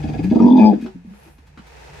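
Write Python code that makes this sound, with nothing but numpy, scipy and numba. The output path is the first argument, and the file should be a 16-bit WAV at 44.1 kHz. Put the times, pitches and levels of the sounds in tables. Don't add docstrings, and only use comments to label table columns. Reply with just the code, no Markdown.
import sys
import numpy as np
from scipy import signal
from scipy.fft import rfft, irfft
from scipy.io import wavfile
from scipy.ndimage import uniform_filter1d, minimum_filter1d
from numba import njit

SR = 44100
rng = np.random.default_rng(int(sys.argv[2]) if len(sys.argv) > 2 else 0)


def generate_wav(sig):
    pcm = np.round(np.clip(np.atleast_2d(sig).T, -1, 1) * 32767).astype(np.int16)
    wavfile.write(sys.argv[1], SR, pcm)


N = 88200

# t/s, f/Hz
THROAT_CENTRE = [(0, 148.1), (.19, 150.6), (.29, 196), (.33, 237), (.44, 223.7), (.48, 250), (.52, 250.4),
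                 (.565, 250.7), (.59, 231.3), (.85, 233.3)]
# t/s, f/Hz, level/dB
CLEAN_NOTE = [(.58, 108.8, -24.5), (.603, 109.9, -9.5), (.63, 107.9, -5), (.665, 107.3, -11.5),
              (.70, 106.7, -10.5), (.725, 95.8, -18), (.77, 107, -39)]
THROAT_PAN_DB, THROAT_ROOM_DB = 2, -17


def undb(db):
    return 10 ** (np.asarray(db) / 20)


def clock():
    return np.arange(N) / SR


def curve(table, column=1):
    table = np.array(table)
    return np.interp(clock(), table[:, 0], table[:, column])


def swell(at, length):
    return np.exp(-.5 * ((clock() - at) / length) ** 2)


def unit(x):
    return x / np.sqrt(np.mean(x ** 2) + 1e-18)


def noise():
    return rng.standard_normal(N)


def grainy(spread_db):
    size = 64
    return unit(noise() * undb(spread_db * np.repeat(rng.standard_normal(N // size + 1), size)[:N]))


def even(x):
    size = int(.043 * SR)
    power = uniform_filter1d(uniform_filter1d(unit(x) ** 2, size), size // 2)
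    return x / np.std(x) / np.sqrt(np.abs(power) + 1e-4)


def colour(x, points, tilt_db=0):
    hz, db = np.array(points).T
    knots = np.log2(hz)
    octave = np.log2(np.maximum(np.fft.rfftfreq(2 * N, 1 / SR), 1))
    gain_db = np.interp(octave, knots, db) + tilt_db * (np.clip(octave, knots[0], knots[-1]) - 10)
    gain_db -= 24 * (np.maximum(octave - knots[-1], 0) + np.clip(knots[0] - octave, 0, 2))
    cepstrum = irfft(np.log(undb(gain_db)))
    cepstrum[1:N] *= 2
    cepstrum[N + 1:] = 0
    return irfft(rfft(x, 2 * N) * np.exp(rfft(cepstrum)))[:N]


@njit
def svf(x, hz, width):
    y, band, low = np.empty(len(x)), 0., 0.
    for i in range(len(x)):
        g, damping = np.tan(np.pi * hz[i] / SR), width / hz[i]
        v = (band + g * (x[i] + 1e-18 - low)) / (1 + g * (g + damping))
        band, low, y[i] = 2 * v - band, low + 2 * g * v, damping * v
    return y


def resonate(x, hz, width):
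    hz = np.minimum(hz * np.ones(N), .45 * SR)
    return svf(svf(x, hz, float(width)), hz, float(width))


def place(x, pan_db, room_db, lag_s=.0001):
    t, t60_s = clock(), .15
    tail = rng.standard_normal((2, N)) * np.exp(-np.log(1000) * t / t60_s) * (t > .003)
    tail /= np.sqrt(np.sum(tail ** 2, axis=1, keepdims=True))
    direct = np.array([x, np.interp(t - lag_s, t, x)]) * undb(np.array([[pan_db], [-pan_db]]) / 2)
    echo = undb(room_db) * signal.fftconvolve(x[None], tail)[:, :N]
    return (direct + echo) / np.cosh(pan_db * np.log(10) / 40)


def hum():
    # f/Hz, level/dB
    spectrum = [(20, -35.5), (40, -21), (58, 5), (75, -2), (105, -19), (148, -6.5), (185, -20.5),
                (260, -25.5)]
    # t/s, level/dB
    level = [(0, -32.5), (.8, -47), (1.05, -54), (1.4, -48.5), (1.7, -48.5), (2, -44)]
    return place(even(colour(noise(), spectrum)) * undb(curve(level)), pan_db=-1.5, room_db=-20)


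def hay():
    # f/Hz, level/dB
    spectrum = [(88, -32), (150, 5), (185, -20), (262, -13.5), (450, -0.5), (624, -6.5), (900, -2),
                (1050, -11), (1770, -8.5), (2270, -12), (2600, -10.5), (3030, -17), (6060, -21),
                (15000, -39)]
    # t/s, level/dB
    level = [(0, -46.5), (.9, -54.5), (1.02, -63), (1.14, -56), (1.28, -53), (1.35, -62.5), (1.55, -60),
             (1.66, -52.5), (1.8, -47), (1.92, -47), (2, -44.5)]
    mid, side = (unit(colour(grainy(spread_db=1.5), spectrum)) for _ in range(2))
    rustle = np.array([mid + side, mid - side]) * undb(curve(level))
    fizz = unit(resonate(grainy(spread_db=6.5), hz=10640, width=7000))
    fizz *= undb(-74.5) * swell(at=1.244, length=.1)
    return rustle + place(fizz, pan_db=-7, room_db=11.5)


def puffs():
    # t/s, length/s, level/dB
    gusts = [(0.064, 0.012, -28.5), (0.216, 0.1, -31.5), (0.464, 0.03, -35.5), (0.637, 0.012, -26)]
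    # f/Hz, level/dB
    spectrum = [(15, -29.5), (40, -16.5), (75, -6), (110, 7), (160, -17.5)]
    return even(colour(noise(), spectrum)) * sum(undb(db) * swell(at, span) for at, span, db in gusts)


def smacks():
    # t/s, decay/s, level/dB, tilt/(dB per octave)
    contacts = [(0.233, .011, -45, 8.5), (0.328, .0062, -42.5, 5.5), (0.733, .011, -33, -3.5),
                (.81, 0.031, -53, 8), (.861, 0.0054, -28.5, -1), (1.136, 0.0026, -36, -2),
                (1.27, 0.0079, -43, -10.5), (1.382, 0.0066, -48.5, 2.5), (1.467, 0.012, -55, 6.5),
                (1.574, 0.0084, -38, 0.5), (1.586, 0.0073, -44.5, 2.5), (1.667, 0.0081, -47, 7)]
    # f/Hz, level/dB
    spectrum = [(60, -33), (200, 4), (400, 0), (650, -13), (1130, -1.5), (1900, -9.5), (2400, -12),
                (3400, -17.5), (4200, -20), (14000, -47.5)]
    out, attack_s = 0, .0015
    for at, decay, db, tilt_db in contacts:
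        age = np.maximum(clock() - at, 0)
        envelope = (1 - np.exp(-age / attack_s)) * np.exp(-age / decay)
        out += unit(colour(grainy(spread_db=.5), spectrum, tilt_db)) * undb(db) * envelope
    return place(out, pan_db=4, room_db=2.5, lag_s=0)


def gulps():
    # t/s, f/Hz, decay/s, relative level/dB
    rings = [(0.863, 374.8, 0.024, -35.5), (0.876, 209, 0.027, -43), (0.948, 176, 0.054, -36.5),
             (.956, 265.6, 0.018, -34), (1.048, 225, 0.0067, -32.5), (1.073, 183.6, 0.028, -37),
             (1.107, 203.5, 0.033, -41.5), (1.26, 328, 0.021, -48.5), (1.385, 274.6, 0.015, -49.5),
             (1.573, 251, 0.011, -42.5), (1.595, 189, 0.0038, -31)]
    out, attack_s = 0, .0019
    for at, hz, decay, db in rings:
        age = np.maximum(clock() - at, 0)
        envelope = (1 - np.exp(-age / attack_s)) * np.exp(-age / decay)
        out += 2 * undb(db) * np.sin(2 * np.pi * hz * age) * envelope
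    return place(out, pan_db=2, room_db=-7)


def moan():
    # t/s, level/dB
    level = [(0, -29), (.07, -28.5), (.13, -28), (.165, -34.5), (.21, -27), (.26, -21.5), (.30, -20),
             (.32, -28), (.35, -62.5)]
    wobble = unit(colour(noise(), [(10, .0055), (60, .016)]))
    phase = 2 * np.pi * np.cumsum(curve(THROAT_CENTRE) * (1 + .025 * wobble)) / SR
    tone = np.sqrt(2) * np.sin(phase) * undb(curve(level)) * (clock() < level[-1][0])
    return place(tone, pan_db=5, room_db=-6.5)


def note():
    # multiple, relative level/dB
    harmonics = [(2, 2), (3, -12), (4, -24.5), (5, -21.5), (6, -24), (7, -20), (8, -48), (9, -30)]
    # t/s, length/s, multiple, level/dB
    overtones = [(.622, .028, 22, -33.5), (.62, .028, 23, -33), (.64, .014, 11, -39), (.668, .016, 46, -38)]
    # t/s, level/dB
    ring_level = [(.57, -44), (.61, -19), (.665, -16.5), (.695, -19.5), (.72, -30), (.76, -54)]
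    t = clock()
    wobble = unit(colour(noise(), [(10, 0), (60, 0)]))
    phase = 2 * np.pi * np.cumsum(curve(CLEAN_NOTE) * (1 + .004 * wobble)) / SR
    gate = uniform_filter1d(1. * ((t > CLEAN_NOTE[0][0]) & (t < CLEAN_NOTE[-1][0])), size=400)
    tone = sum(undb(db) * np.sin(k * phase) for k, db in harmonics) * undb(curve(CLEAN_NOTE, column=2))
    tone += sum(undb(db) * swell(at, length) * np.sin(k * phase) for at, length, k, db in overtones)
    ring = np.sin(8 * phase) * undb(curve(ring_level))
    return np.sqrt(2) * (place(gate * tone, THROAT_PAN_DB, THROAT_ROOM_DB)
                         + place(gate * ring, pan_db=12.5, room_db=-22.5))


def folds():
    # start/s, end/s, rate/Hz, period jitter (0-1), share of air (0-1)
    bouts = [(.038, .26, 19.8, .02, .6), (.312, .41, 23.1, .005, .15), (.421, .495, 48, .015, .2),
             (.508, .59, 42.8, .008, .15), (.597, .735, 107, .025, .5), (.742, .81, 55, .15, .5),
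             (.824, .87, 45, .04, .4)]
    air_decay_s, open_samples = .018, int(.015 * SR)
    pulses = np.zeros(N)
    for start, end, rate, jitter, _ in bouts:
        at = start
        for late, strength_db in rng.standard_normal((24, 2)):
            if at < end:
                pulses[int(at * SR)] += undb(strength_db) / np.sqrt(rate)
            at += max(1 + jitter * late, .3) / rate
    fall = 2 / (air_decay_s * SR)
    flow = signal.lfilter([1], [1, -np.exp(-fall)], pulses ** 2) * fall
    opening = uniform_filter1d(uniform_filter1d(pulses ** 2, open_samples), open_samples)
    rush = grainy(spread_db=3) * np.sqrt(np.abs(uniform_filter1d(flow, size=150)) + .028 * flow.mean())
    leak = grainy(spread_db=3) * np.sqrt(np.abs(opening) + .008 * opening.mean())
    air_share = curve([((start + end) / 2, air) for start, end, _, _, air in bouts])
    return pulses + air_share * rush, rush, leak


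def rasp(leak, upper_db):
    # f/Hz, width/Hz, relative level/dB
    upper_modes = [(1690, 70, 3), (2160, 120, -2), (2500, 140, 4)]
    # f/Hz, width/Hz, relative level/dB
    rasp_modes = [(3434, 730, 2.5), (4730, 420, 4.5), (6160, 120, -3.5), (6290, 340, -6.5),
                  (8050, 200, -14), (10800, 5200, -25)]
    # t/s, level/dB
    rasp_level = [(0, -54), (.24, -56), (.3, -53), (.34, -54.5), (.44, -54), (.48, -48.5), (.55, -60),
                  (.57, -43), (.68, -50), (.78, -69), (.85, -60.5), (.93, -101)]
    # f/Hz, gain/dB
    low_cut = [(1200, -15), (1600, 0), (15000, 0)]
    # t/s, length/s, f/Hz, width/Hz, level/dB
    whistles = [(.15, .025, 1680, 60, -46), (.39, .018, 1210, 130, -38), (.43, .014, 5550, 220, -54),
                (.52, .011, 3520, 240, -39), (.578, .009, 3580, 200, -40)]
    treble = 0
    for modes, level_db in (upper_modes, upper_db), (rasp_modes, curve(rasp_level)):
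        ringing = sum(undb(db) * resonate(leak, hz, width) for hz, width, db in modes)
        treble += even(ringing) * undb(level_db)
    treble = colour(treble, low_cut)
    for at, length, hz, width, db in whistles:
        treble += even(resonate(leak, hz, width)) * undb(db) * swell(at, length)
    return place(treble, pan_db=7, room_db=-2.5, lag_s=0)


def growl(pulses, rush, leak):
    # t/s, throat level/dB, mouth level/dB, treble level/dB
    levels = [(0, -38, -31.5, -36), (.05, -30, -43.5, -51), (.16, -46, -39, -48), (.20, -33.5, -40, -47),
              (.295, -22, -56, -43.5), (.32, -11.5, -40.5, -52), (.39, -14, -32, -54),
              (.45, -1.5, -22, -46), (.49, -16, -24, -62), (.52, -0.5, -23, -56.5), (.575, -2, -16, -43),
              (.62, -3, -25, -40), (.70, -21, -30, -56.5), (.73, -20.5, -36, -50), (.765, -22, -63, -73.5),
              (.79, -33.5, -82, -59), (.845, -22, -64, -50.5), (.89, -56, -48, -85), (.94, -70, -88, -72)]
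    # t/s, level/dB
    knock_level = [(0, -23), (.05, -29.5), (.11, -31.5), (.15, -48), (.195, -23.5), (.24, -28.5),
                   (.29, -18.5), (.36, -22), (.47, -13.5), (.51, -27.5), (.60, -20), (.72, -47)]
    # f/Hz, gain/dB
    throat_band = [(60, 0), (380, 0), (800, -14)]
    # f/Hz, level/dB
    body_spectrum = [(40, -26), (80, -31.5), (130, -33.5), (220, 10.5), (300, 10.5), (420, 0.5),
                     (600, -1.5), (730, -3.5), (1000, -27.5), (1250, -36)]
    # t/s, level/dB
    body_level = [(0, -41), (.2, -40), (.29, -43.5), (.33, -25.5), (.365, -25.5), (.475, -26), (.54, -28.5),
                  (.62, -20), (.72, -22.5), (.79, -74), (.85, -44), (.93, -105)]
    # t/s, f/Hz
    mouth_centre = [(0, 800), (.19, 750), (.26, 880), (.40, 910), (.49, 915), (.57, 872), (.68, 850),
                    (.76, 790)]
    rough = 1 - .65 * np.minimum(1, undb(curve(CLEAN_NOTE, column=2) + 12))
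    throat = even(resonate(pulses, curve(THROAT_CENTRE), width=66)) * undb(curve(levels)) * rough
    knock = even(resonate(pulses, hz=289, width=67)) * undb(curve(knock_level))
    knock *= clock() < knock_level[-1][0]
    body = even(colour(pulses + .5 * rush, body_spectrum)) * undb(curve(body_level)) * rough
    vowel = pulses + .2 * rush
    for _ in range(2):
        vowel = resonate(vowel, curve(mouth_centre), width=190)
    mouth = even(vowel) * undb(curve(levels, column=2)) * rough
    return (place(colour(throat + knock, throat_band), THROAT_PAN_DB, THROAT_ROOM_DB)
            + place(body, pan_db=4, room_db=12)
            + place(mouth, pan_db=12, room_db=-2.5)
            + rasp(leak, upper_db=curve(levels, column=3)))


def scene():
    return moan() + growl(*folds()) + note() + puffs() + gulps() + smacks() + hay() + hum()


def record(dry):
    ceiling, top_hz = 1.00864, 15500
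    peak = -minimum_filter1d(-np.abs(dry).max(axis=0), size=500)
    gain = uniform_filter1d(np.minimum(1, ceiling / (peak + 1e-9)), size=400)
    return signal.sosfilt(signal.ellip(8, .2, 70, top_hz, fs=SR, output="sos"), dry * gain)


dry = scene()
out = record(dry)
generate_wav(out)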